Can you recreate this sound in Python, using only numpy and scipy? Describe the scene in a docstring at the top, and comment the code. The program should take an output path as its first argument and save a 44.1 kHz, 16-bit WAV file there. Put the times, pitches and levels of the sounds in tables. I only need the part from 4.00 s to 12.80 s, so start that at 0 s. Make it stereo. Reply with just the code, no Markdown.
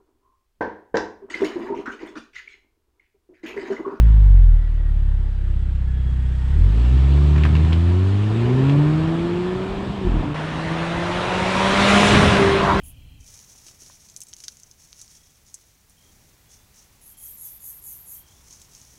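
"""A four-cylinder car with a loud exhaust, heard outdoors from changing places: the opening idle fades,
then comes the launch from behind over loose grit, burbling through a gear change, then the pass from
beside the road with tyre roar. The exhaust is a stack of tones locked to the firings. Gas, tyres and
rumble are shaped noise, grit is short noise bursts and ticks, and the idle whistles and soft swells
are noise in resonances. All but the ticks, whistles and swells differ between two microphone ports."""
import sys
import numpy as np
from scipy import signal
from scipy.io import wavfile
from scipy.ndimage import uniform_filter1d

SR = 44100
rng = np.random.default_rng(int(sys.argv[2]) if len(sys.argv) > 2 else 0)


def generate_wav(signal):
    """Clip the signal to [-1, 1] and save it as 16-bit WAV at the path in sys.argv[1]."""
    frames = np.transpose(np.atleast_2d(signal))
    scaled = np.clip(frames, -1, 1) * 32767
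    pcm = np.round(scaled).astype(np.int16)
    wavfile.write(sys.argv[1], SR, pcm)


N = 388080  # length in samples
MOVE_S = 6.34  # the launch ends and the pass begins


def gain_of(db):
    """Turns decibels into a factor."""
    return 10 ** (np.asarray(db) / 20)


def evened(x):
    """Scales a signal to rms 1."""
    return x / np.sqrt(np.mean(x ** 2) + 1e-20)


def read(points, hz):
    """Reads a table of values over pitch at the given frequencies."""
    f, value = np.transpose(points)
    return np.interp(np.log(hz + 1), np.log(f + 1), value)


def follow(rows, t):
    """Reads every column of a table over time at the given times."""
    s, *columns = np.transpose(rows)
    return [np.interp(t, s, c) for c in columns]


def add(mix, s, sound):
    """Mixes a sound in, starting at s seconds."""
    part = mix[..., round(s * SR):][..., :sound.shape[-1]]
    part += sound[..., :part.shape[-1]]


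def resonate(x, hz, width):
    """Rings at one pitch, fixed or moving: shift that pitch down to zero, smooth, shift back up."""
    turn = np.exp(2j * np.pi * np.cumsum(hz * np.ones(len(x))) / SR)
    r = np.exp(-np.pi * width / SR)
    return 2 * (turn * signal.lfilter([1 - r], [1, -r], x / turn)).real


# How far the throttle is open: the two times in seconds between which it goes from shut to open.
THROTTLE_OPENS = (2.47, 2.8)


def throttle(t):
    """Engine load, from 0 with the throttle shut to 1 with it open."""
    return np.interp(t, THROTTLE_OPENS, [0, 1])


# Engine speed as heard. Each row: time in seconds, firings per second.
FIRING_RATE = [(0, 56.5), (.2, 50.4), (.4, 43.7), (.55, 38), (.63, 38.5), (1.1, 34.1), (1.5, 32.4),
               (2.1, 31.6), (2.45, 31.7), (2.53, 34.3), (2.62, 41.5), (2.72, 51.8), (2.82, 59),
               (2.95, 65.2), (3.2, 71.9), (3.45, 75.1), (3.7, 80.2), (3.9, 87.6), (4.3, 107.4),
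               (4.7, 140.1), (5, 158.5), (5.45, 180.1), (5.8, 197), (5.97, 200.6), (6.2, 148.7),
               (6.339, 146.5), (6.34, 153.3), (7, 171.4), (7.2, 178.8), (7.6, 190.8), (7.8, 198.6),
               (8.16, 205.2), (8.27, 204.8), (8.36, 199.2), (8.45, 196.5), (8.8, 196.8)]
# The burble while three cylinders are cut for the gear change. Each row: time in seconds, level in dB.
BURBLE_LEVEL = [(6.03, -48), (6.05, -20.5), (6.12, -18), (6.19, -16.5), (6.24, -32)]
SHIFT_START_S, SHIFT_END_S = BURBLE_LEVEL[0][0], BURBLE_LEVEL[-1][0]
# Spread of firing strength: steady part, part per firing rate in Hz, part added in the shift, and passing
ROUGH_IDLE, ROUGH_PER_HZ, ROUGH_SHIFT, ROUGH_PASS = 0.022, 0.00032, 0.89, 0.24


def exhaust(t, rows, mufflers, multiples, half_db):
    """Tones at multiples of the firing rate, shaped by the pipe; no two firings are equally strong."""
    hz, = follow(FIRING_RATE, t)
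    level_db, extra_db = follow(rows, t)
    load = throttle(t)

    def pipe_db(f):
        return (1 - load) * read(mufflers[0], f) + load * read(mufflers[1], f)

    tone_db = [level_db + db + share * extra_db + pipe_db((k + 1) * hz)
               for k, (db, share) in enumerate(multiples)]

    # Misfires make the firings more uneven during the shift
    shifting = uniform_filter1d(1. * (t > SHIFT_START_S) * (t < SHIFT_END_S), size=3000)
    rough = np.where(t < MOVE_S, ROUGH_IDLE + ROUGH_PER_HZ * hz + ROUGH_SHIFT * shifting, ROUGH_PASS)

    turns = np.cumsum(hz) / SR  # firings so far
    strength = rng.standard_normal((int(turns[-1]) + 2, 3))
    low, high, slow = (np.interp(turns, np.arange(len(strength)), s) for s in strength.T)

    def wave(k, db):
        lag = np.pi / 4 * (1 - (k - 1) * (k - 2) / 2)  # the muffler holds the bass back
        return np.sqrt(2) * gain_of(db) * np.cos(2 * np.pi * k * turns - lag)

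    lower = sum(wave(k + 1, db) for k, db in enumerate(tone_db[:2]))
    upper = sum(wave(k + 3, db) for k, db in enumerate(tone_db[2:]))
    # Every second firing is weaker, more or less so over time: tones half-way between the multiples
    halves = sum(wave(k + 1.5, np.maximum(tone_db[k], tone_db[k + 1]) + db)
                 for k, db in enumerate(half_db))
    wander = 1 + evened(uniform_filter1d(slow, size=6000)) / 2
    tones = (1 + rough * low) * lower + (1 + rough * high) * upper + wander * halves
    return tones, turns, hz


# Resonances of the pipe. Each row: pitch in Hz, width in Hz, relative level in dB.
PIPE_RESONANCES = [(46.5, 24, 24), (94, 50, -14), (150, 60, -29), (360, 50, -24)]


def burble(t, hz):
    """One cylinder in four still fires and thumps the pipe, which rings."""
    on = (t > SHIFT_START_S) & (t < SHIFT_END_S)
    cycles = np.cumsum(hz * on) / SR / 4 + 0.06
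    thumps = -np.diff(np.floor(cycles), prepend=0)
    thumps = thumps * (1 + 0.17 * rng.standard_normal(len(t)))
    thumps = signal.oaconvolve(thumps, signal.windows.hann(90), "same")  # a blunt pressure pulse
    rung = sum(gain_of(db) * resonate(thumps, f, w) / w for f, w, db in PIPE_RESONANCES)
    level_db, = follow(BURBLE_LEVEL, t)
    return gain_of(level_db) * on * rung / np.sqrt(np.mean(rung[on] ** 2))


# How far the left port runs ahead of the right. Each row: pitch in Hz, phase in radians.
LEFT_LEAD = [(600, 0.17), (950, 0.84), (2000, 0.66), (3300, 0.33), (4300, 0.22)]


def noise(t, spectrum, ports, patchy_db, tilt_db=0):
    """Noise with a patchy random spectrum as the two ports hear it; tilt turns about 1.5 kHz."""
    frames, hz = len(t) // 256 + 5, np.fft.rfftfreq(1024, 1 / SR)
    a, b, c, d, patches = rng.standard_normal((frames, 513, 5)).T
    patches = uniform_filter1d(patches, size=9, axis=0)  # along pitch
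    patches = evened(uniform_filter1d(patches, size=10, axis=1))  # along time

    same, balance_db, lead = (read(p, hz)[:, None] for p in (*ports, LEFT_LEAD))
    same = np.clip(same, 0, 1)
    left = a + 1j * b
    right = same * left + np.sqrt(1 - same ** 2) * (c + 1j * d)
    right = right * np.exp(-1j * lead)
    pair = np.array([left * gain_of(balance_db / 2), right / gain_of(balance_db / 2)])

    shape = gain_of(read(spectrum, hz)[:, None] + patchy_db * patches)
    shape = shape / np.sqrt(np.mean(shape ** 2))
    tilt_db = np.interp(np.arange(frames) * 256, np.arange(len(t)), tilt_db * np.ones(len(t)))
    octaves = np.log2(np.maximum(hz, 300) / 1500)[:, None]
    pair *= shape * gain_of(tilt_db * octaves)
    return signal.istft(pair, nperseg=1024, noverlap=768)[1][:, :len(t)] / 26


def hiss(t, calm, loaded, ports, patchy_db, tilt_db, turns, puff):
    """Rushing noise that blends from calm to loaded; gas leaves the pipe in puffs, one a firing."""
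    load = throttle(t)
    shut = (1 - load) * noise(t, calm, ports, patchy_db, tilt_db)
    opened = load * noise(t, loaded, ports, patchy_db, tilt_db)
    puffs = evened(gain_of(puff * np.cos(2 * np.pi * turns)))
    return (shut + opened) * puffs


# Colour of the low rumble. Each row: pitch in Hz, relative level in dB per Hz.
RUMBLE_COLOUR = [(20, -33.5), (45, -16.5), (95, 6), (150, -2), (250, -3), (370, -6), (460, -9.5),
                 (800, -59)]


def rumble(t, ports, gain):
    """Deep noise that follows a given loudness."""
    return gain * noise(t, RUMBLE_COLOUR, ports, patchy_db=2.0)


def car(span, rows, mufflers, multiples, rush, calm, loaded, ports, half_db, puff, patchy_db):
    """Sums exhaust, burble, hiss and rumble over a span of time."""
    t = np.arange(*span, 1 / SR)
    tones, turns, hz = exhaust(t, rows, mufflers, multiples, half_db)
    if t[0] < SHIFT_START_S < t[-1]:
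        tones = tones + burble(t, hz)
    hiss_db, tilt_db, rumble_gain, pan_db = rush(t)
    pan_db = np.outer([.5, -.5], pan_db - pan_db.mean())  # left up, right down
    rushing = hiss(t, calm, loaded, ports, patchy_db, tilt_db, turns, puff) * gain_of(hiss_db + pan_db)
    deep = rumble(t, ports, rumble_gain)
    fade = np.minimum(1, abs(t - MOVE_S) / .004)  # a short fade where launch and pass meet
    return (tones * gain_of([[-.4], [.4]]) + rushing + deep) * fade


# The rush before the pass. Each row: time in seconds, hiss in dB before the tilt,
# extra brightness in dB per octave.
RUSH_AWAY = [(0, -42.5, -0.5), (0.6, -48, -0.5), (1.9, -47.5, 0.5), (2.45, -43, 1), (2.65, -37, 1.5),
             (3.4, -33.5, 0.9), (4.1, -34.5, 1), (4.65, -30, -0.5), (5.6, -31.5, -0.6), (6.34, -32.5, -1.3)]
RUMBLE_OVER_HISS_DB, PAN_DRIFT_DB_PER_S = 5, 0.4


def rush_behind(t):
    """Hiss, brightness, rumble and pan up to the pass; the rumble keeps step with the hiss."""
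    hiss_db, tilt_db = follow(RUSH_AWAY, t)
    return hiss_db, tilt_db, gain_of(hiss_db + RUMBLE_OVER_HISS_DB), PAN_DRIFT_DB_PER_S * t


# Exhaust at idle and launch. Each row: time in seconds, level in dB before the tables below,
# extra dB for the favoured multiples.
LAUNCH_LEVEL = [(0, -21, -1.5), (0.55, -20.5, -7), (0.63, -29.5, -5), (1.1, -28.5, -2), (1.35, -33.5, -2),
                (1.5, -32, -0.5), (2.1, -49, 13), (2.45, -47.5, 11.5), (2.53, -41, 9), (2.62, -26.5, 0.5),
                (2.72, -30, 0.7), (3.2, -28, 1), (3.7, -29.5, 3.5), (4.4, -22, -0.2), (4.7, -24.5, 6),
                (5, -22.5, 3.3), (5.45, -24, 1.7), (5.97, -20, -5.5), (6.2, -39, 10)]
# How the pipe passes each pitch, throttle shut and then open. Each row: pitch in Hz, gain in dB.
PIPE_SHUT = [(30, 11.5), (45, 15.5), (65, 9.5), (90, 8.5), (120, -2), (160, -2), (200, -10.5), (280, -17),
             (450, -24)]
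PIPE_OPEN = [(35, 14), (65, 15.3), (90, 10.5), (115, 1.5), (145, 6.3), (170, -3.3), (195, -8.5), (230, -5),
             (280, -6.5), (320, -8), (365, -2.5), (420, -17), (520, -27), (900, -21)]
# The 1st to 8th multiple of the firing rate. Each row: level in dB, share of the extra dB.
TONES_BEHIND = [(0.5, 0.5), (0.5, 1.5), (-2.5, 1), (-5, 2), (-7, 1.5), (-14, 1.5), (-11.5, 2), (-13, 2)]
# Gas hiss at idle, then exhaust and road under load. Each row: pitch in Hz, relative level in dB per Hz.
IDLE_COLOUR = [(180, -32), (300, -19), (343, -9), (399, -21), (500, -4), (749, -9), (871, -5.5),
               (1030, -10.5), (1590, -8), (2420, -15), (3310, -15.5), (4210, -22), (6220, -31), (8140, -27),
               (10800, -41.5), (14100, -75.5), (22000, -120)]
LOAD_COLOUR = [(260, -29.5), (450, -9), (542, -9), (746, -8), (808, -12.5), (936, -7.5), (1610, -15.5),
               (1770, -13), (2000, -19), (2280, -16.5), (3450, -19.5), (4270, -25.5), (6110, -35.5),
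               (7870, -34), (10800, -48), (14100, -85.5), (22000, -120)]
# The two ports, as two lists. Each row: pitch in Hz, likeness (1 is equal); then pitch in Hz, left over
# right in dB.
PORTS_BEHIND = [(60, 0.5), (220, 0.83), (790, 0.9), (2860, 0.87), (10400, 0.1)], [(60, -9.5), (140, -3),
                (330, -0.5), (790, -6), (1860, -3.5), (4400, -1.5), (10400, 1)]


def idle_and_launch():
    """The opening idle fades, then the car pulls away as the throttle opens, with strong gas puffs."""
    return car((0, MOVE_S), LAUNCH_LEVEL, (PIPE_SHUT, PIPE_OPEN), TONES_BEHIND, rush_behind,
               IDLE_COLOUR, LOAD_COLOUR, PORTS_BEHIND,
               half_db=(-27, -29, -20, -17, -13.5), puff=0.87, patchy_db=1.26)


# The pass: a straight line at steady speed
CLOSEST_S, CLOSEST_M, SPEED_M_PER_S = 8.045, 4.03, 13.1
ROAR_DB = -13.5  # at the closest point, before the tilt
# Brightness in dB per octave: far off, added when near, added from the rear
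BRIGHT_FAR_DB, BRIGHT_NEAR_DB, BRIGHT_REAR_DB = -2.5, 4.5, -1
RUMBLE_FRONT_DB, RUMBLE_REAR_DB = -9., 0.5  # against the roar
RUMBLE_FLOOR_DB, PAN_SWING_DB = -31., -4


def rush_beside(t):
    """The same from distance and bearing: bright when near, duller and deeper once the rear shows."""
    along = SPEED_M_PER_S * (t - CLOSEST_S)
    near = CLOSEST_M / np.hypot(along, CLOSEST_M)
    bearing = along * near / CLOSEST_M  # towards -1 approaching, towards 1 leaving
    rear = (1 + bearing) / 2
    hiss_db = ROAR_DB + 20 * np.log10(near)
    tilt_db = BRIGHT_FAR_DB + BRIGHT_NEAR_DB * near + BRIGHT_REAR_DB * rear ** 2
    rumble_db = hiss_db + RUMBLE_FRONT_DB + (RUMBLE_REAR_DB - RUMBLE_FRONT_DB) * rear
    rumble_gain = np.sqrt(gain_of(rumble_db) ** 2 + gain_of(RUMBLE_FLOOR_DB) ** 2)
    return hiss_db, tilt_db, rumble_gain, PAN_SWING_DB * bearing


# Exhaust from beside. Each row: time in seconds, level in dB before the two tables below,
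# extra dB for the favoured multiples.
PASS_LEVEL = [(6.34, -38.5, 6.5), (6.8, -27, 8.5), (7.2, -24, -0.7), (7.55, -25, -8.5), (7.8, -22.5, -8),
              (7.95, -20, -11.5), (8.1, -22.0, 0), (8.17, -22.5, -4.5), (8.272, -27.5, 3),
              (8.36, -22, -5.5), (8.41, -25.5, 9), (8.56, -26.7, 10), (8.65, -24.5, -5.5),
              (8.8, -24.5, -1.5)]
# How the pipe passes each pitch, heard from beside. Each row: pitch in Hz, gain in dB.
PIPE_BESIDE = [(150, 13), (180, -6.5), (205, 3), (330, -19.5), (400, -6), (480, -10.5), (600, -1.5),
               (700, 0), (820, -6), (960, 14), (1080, -12), (1220, 3.5), (1400, 8), (1650, 18)]
# The 1st to 8th multiple of the firing rate. Each row: level in dB, share of the extra dB.
TONES_BESIDE = [(-1, -0.082), (6, 1), (-8, -0.48), (-13, -0.54), (-17.5, -0.023), (-19.5, -0.69),
                (-23, -0.59), (-30, 0)]
# Tyres passing. Each row: pitch in Hz, relative level in dB per Hz.
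TYRE_COLOUR = [(260, -16), (450, -8.5), (514, -5), (595, -4), (841, -6.5), (987, -3.5), (1320, -6.5),
               (2220, -9.5), (3990, -15.5), (4380, -21), (9740, -32.5), (10800, -43), (12000, -54),
               (14100, -58), (15000, -95), (22000, -120)]
# The two ports, as two lists. Each row: pitch in Hz, likeness (1 is equal); then pitch in Hz, left over
# right in dB.
PORTS_BESIDE = [(60, 1), (220, 0.99), (790, 1), (2860, 0.97), (10400, 0.23)], [(60, -0.5), (140, -0.5),
                (330, -2.5), (790, -6.5), (1860, -1.5), (4400, 0), (10400, 0.5)]


def drive_past():
    """The car from beside the road: tyre roar swells and fades with distance, along with the exhaust."""
    return car((MOVE_S, N / SR), PASS_LEVEL, (PIPE_BESIDE, PIPE_BESIDE), TONES_BESIDE, rush_beside,
               TYRE_COLOUR, TYRE_COLOUR, PORTS_BESIDE,
               half_db=(-29, -22, -3, -12, -2.5), puff=0.15, patchy_db=1.4)


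# Grit thrown by the tyres. Each row: start in seconds, peak in dB, main pitch in Hz.
GRIT_HITS = [(3.3606, -20, 1230), (3.3787, -21, 1110), (3.435, -16.5, 2040), (3.451, -15, 1200),
             (3.4626, -24, 1300), (3.552, -17, 1100), (3.5656, -23, 2200), (3.6485, -25, 1500),
             (3.723, -22, 1300), (3.7288, -18, 2830), (4.695, -20.5, 2250), (8.3683, -9, 1690)]


def grit():
    """Short noise bursts around a pitch, and faint ticks, thickest while the tyres bite."""
    out, t = np.zeros((2, N)), np.arange(2000) / SR
    for (s, db, hz), z in zip(GRIT_HITS, rng.standard_normal((len(GRIT_HITS), 2, len(t)))):
        decay = np.exp(-t / 0.0034) + 0.23 * np.exp(-t / 0.023)
        z = (z[0] + 0.91 * z) * decay * np.minimum(1, t / 0.0011)  # the sides share some noise
        burst = np.array([resonate(resonate(resonate(c, hz, 1800), hz, 2600), 2000, 3500) for c in z])
        add(out, s, gain_of(db) * burst / abs(burst).max())

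    time = np.arange(N) / SR
    ticks_per_s = np.interp(time, [2.6, 3.3, 3.8, 5.0, 6.3], [-12, 116, 118, 37, 6])  # below 0: none
    size = gain_of(-53.5 + 4.4 * np.minimum(rng.exponential(1, N), 4))
    size = size * (rng.random(N) < ticks_per_s / SR)
    tick = np.sin(2 * np.pi * 2800 * t[:300]) * (t[:300] / 0.00063) * np.exp(-t[:300] / 0.0002)
    return out + signal.oaconvolve(size, tick)[:N]


# Faint whistles, one list for each. Each row: time in seconds, pitch in Hz, level in dB.
WHISTLES = [
    [(.45, 1970, -61), (.75, 1926, -59.5), (1.15, 1790, -66)],
    [(1.85, 3300, -61.5), (2.45, 3310, -65)],
    [(2.0, 1860, -60.5), (2.5, 1880, -57), (2.62, 2000, -57)],
    [(1.85, 1700, -57), (2.3, 1686, -62)],
    [(.45, 341.6, -58.5), (1.5, 336, -55.5), (2.3, 338, -58)],
]


def whines():
    """Faint whistles from the idling engine: noise through two narrow resonances that glide."""
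    out = np.zeros(N)
    for rows in WHISTLES:
        t = np.arange(rows[0][0], rows[-1][0], 1 / SR)
        hz, db = follow(rows, t)
        width = hz[0] / 75
        whistle = evened(resonate(resonate(rng.standard_normal(len(t)), hz, width), hz, width))
        add(out, t[0], gain_of(db) * whistle * signal.windows.tukey(len(t), .2))
    return out


# Brief fuzzy swells in the rush. Each row: middle in seconds, level at the middle in dB,
# half length in seconds, pitch in Hz, width in Hz.
SOFT_SWELLS = [(.17, -54, .15, 940, 201), (2.97, -25, .08, 102, 40), (3.55, -22, .2, 110, 40.3),
               (4.6, -29, .3, 377, 70), (5.75, -30, .06, 35, 25), (8.12, -17, .07, 107, 50),
               (8.32, -18, .06, 114, 60), (8.7, -21, .06, 960, 450)]


def swells():
    """Noise through two equal soft resonances, rising and falling in a bell shape."""
    out = np.zeros(N)
    for (s, db, half, hz, width), z in zip(SOFT_SWELLS, rng.standard_normal((len(SOFT_SWELLS), 2 * SR))):
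        t = np.arange(max(-2 * half, -s), 2 * half, 1 / SR)
        fuzz = evened(resonate(resonate(z[:len(t)], hz, width), hz, width))
        add(out, s + t[0], gain_of(db) * np.exp(-(t / half) ** 2) * fuzz)
    return out


def scene():
    """The idle and launch, then the pass, with grit, whistles and swells mixed in."""
    mix = grit() + whines() + swells()
    add(mix, 0, idle_and_launch())
    add(mix, MOVE_S, drive_past())
    return mix


EDGE_HZ = 14900


def record(dry):
    """The recorder's band limit: a steep filter removes what lies above the edge."""
    low_pass = signal.firwin(511, EDGE_HZ, window=("kaiser", 9), fs=SR)
    return signal.oaconvolve(dry, low_pass[None], "same")


dry = scene()
out = record(dry)
generate_wav(out)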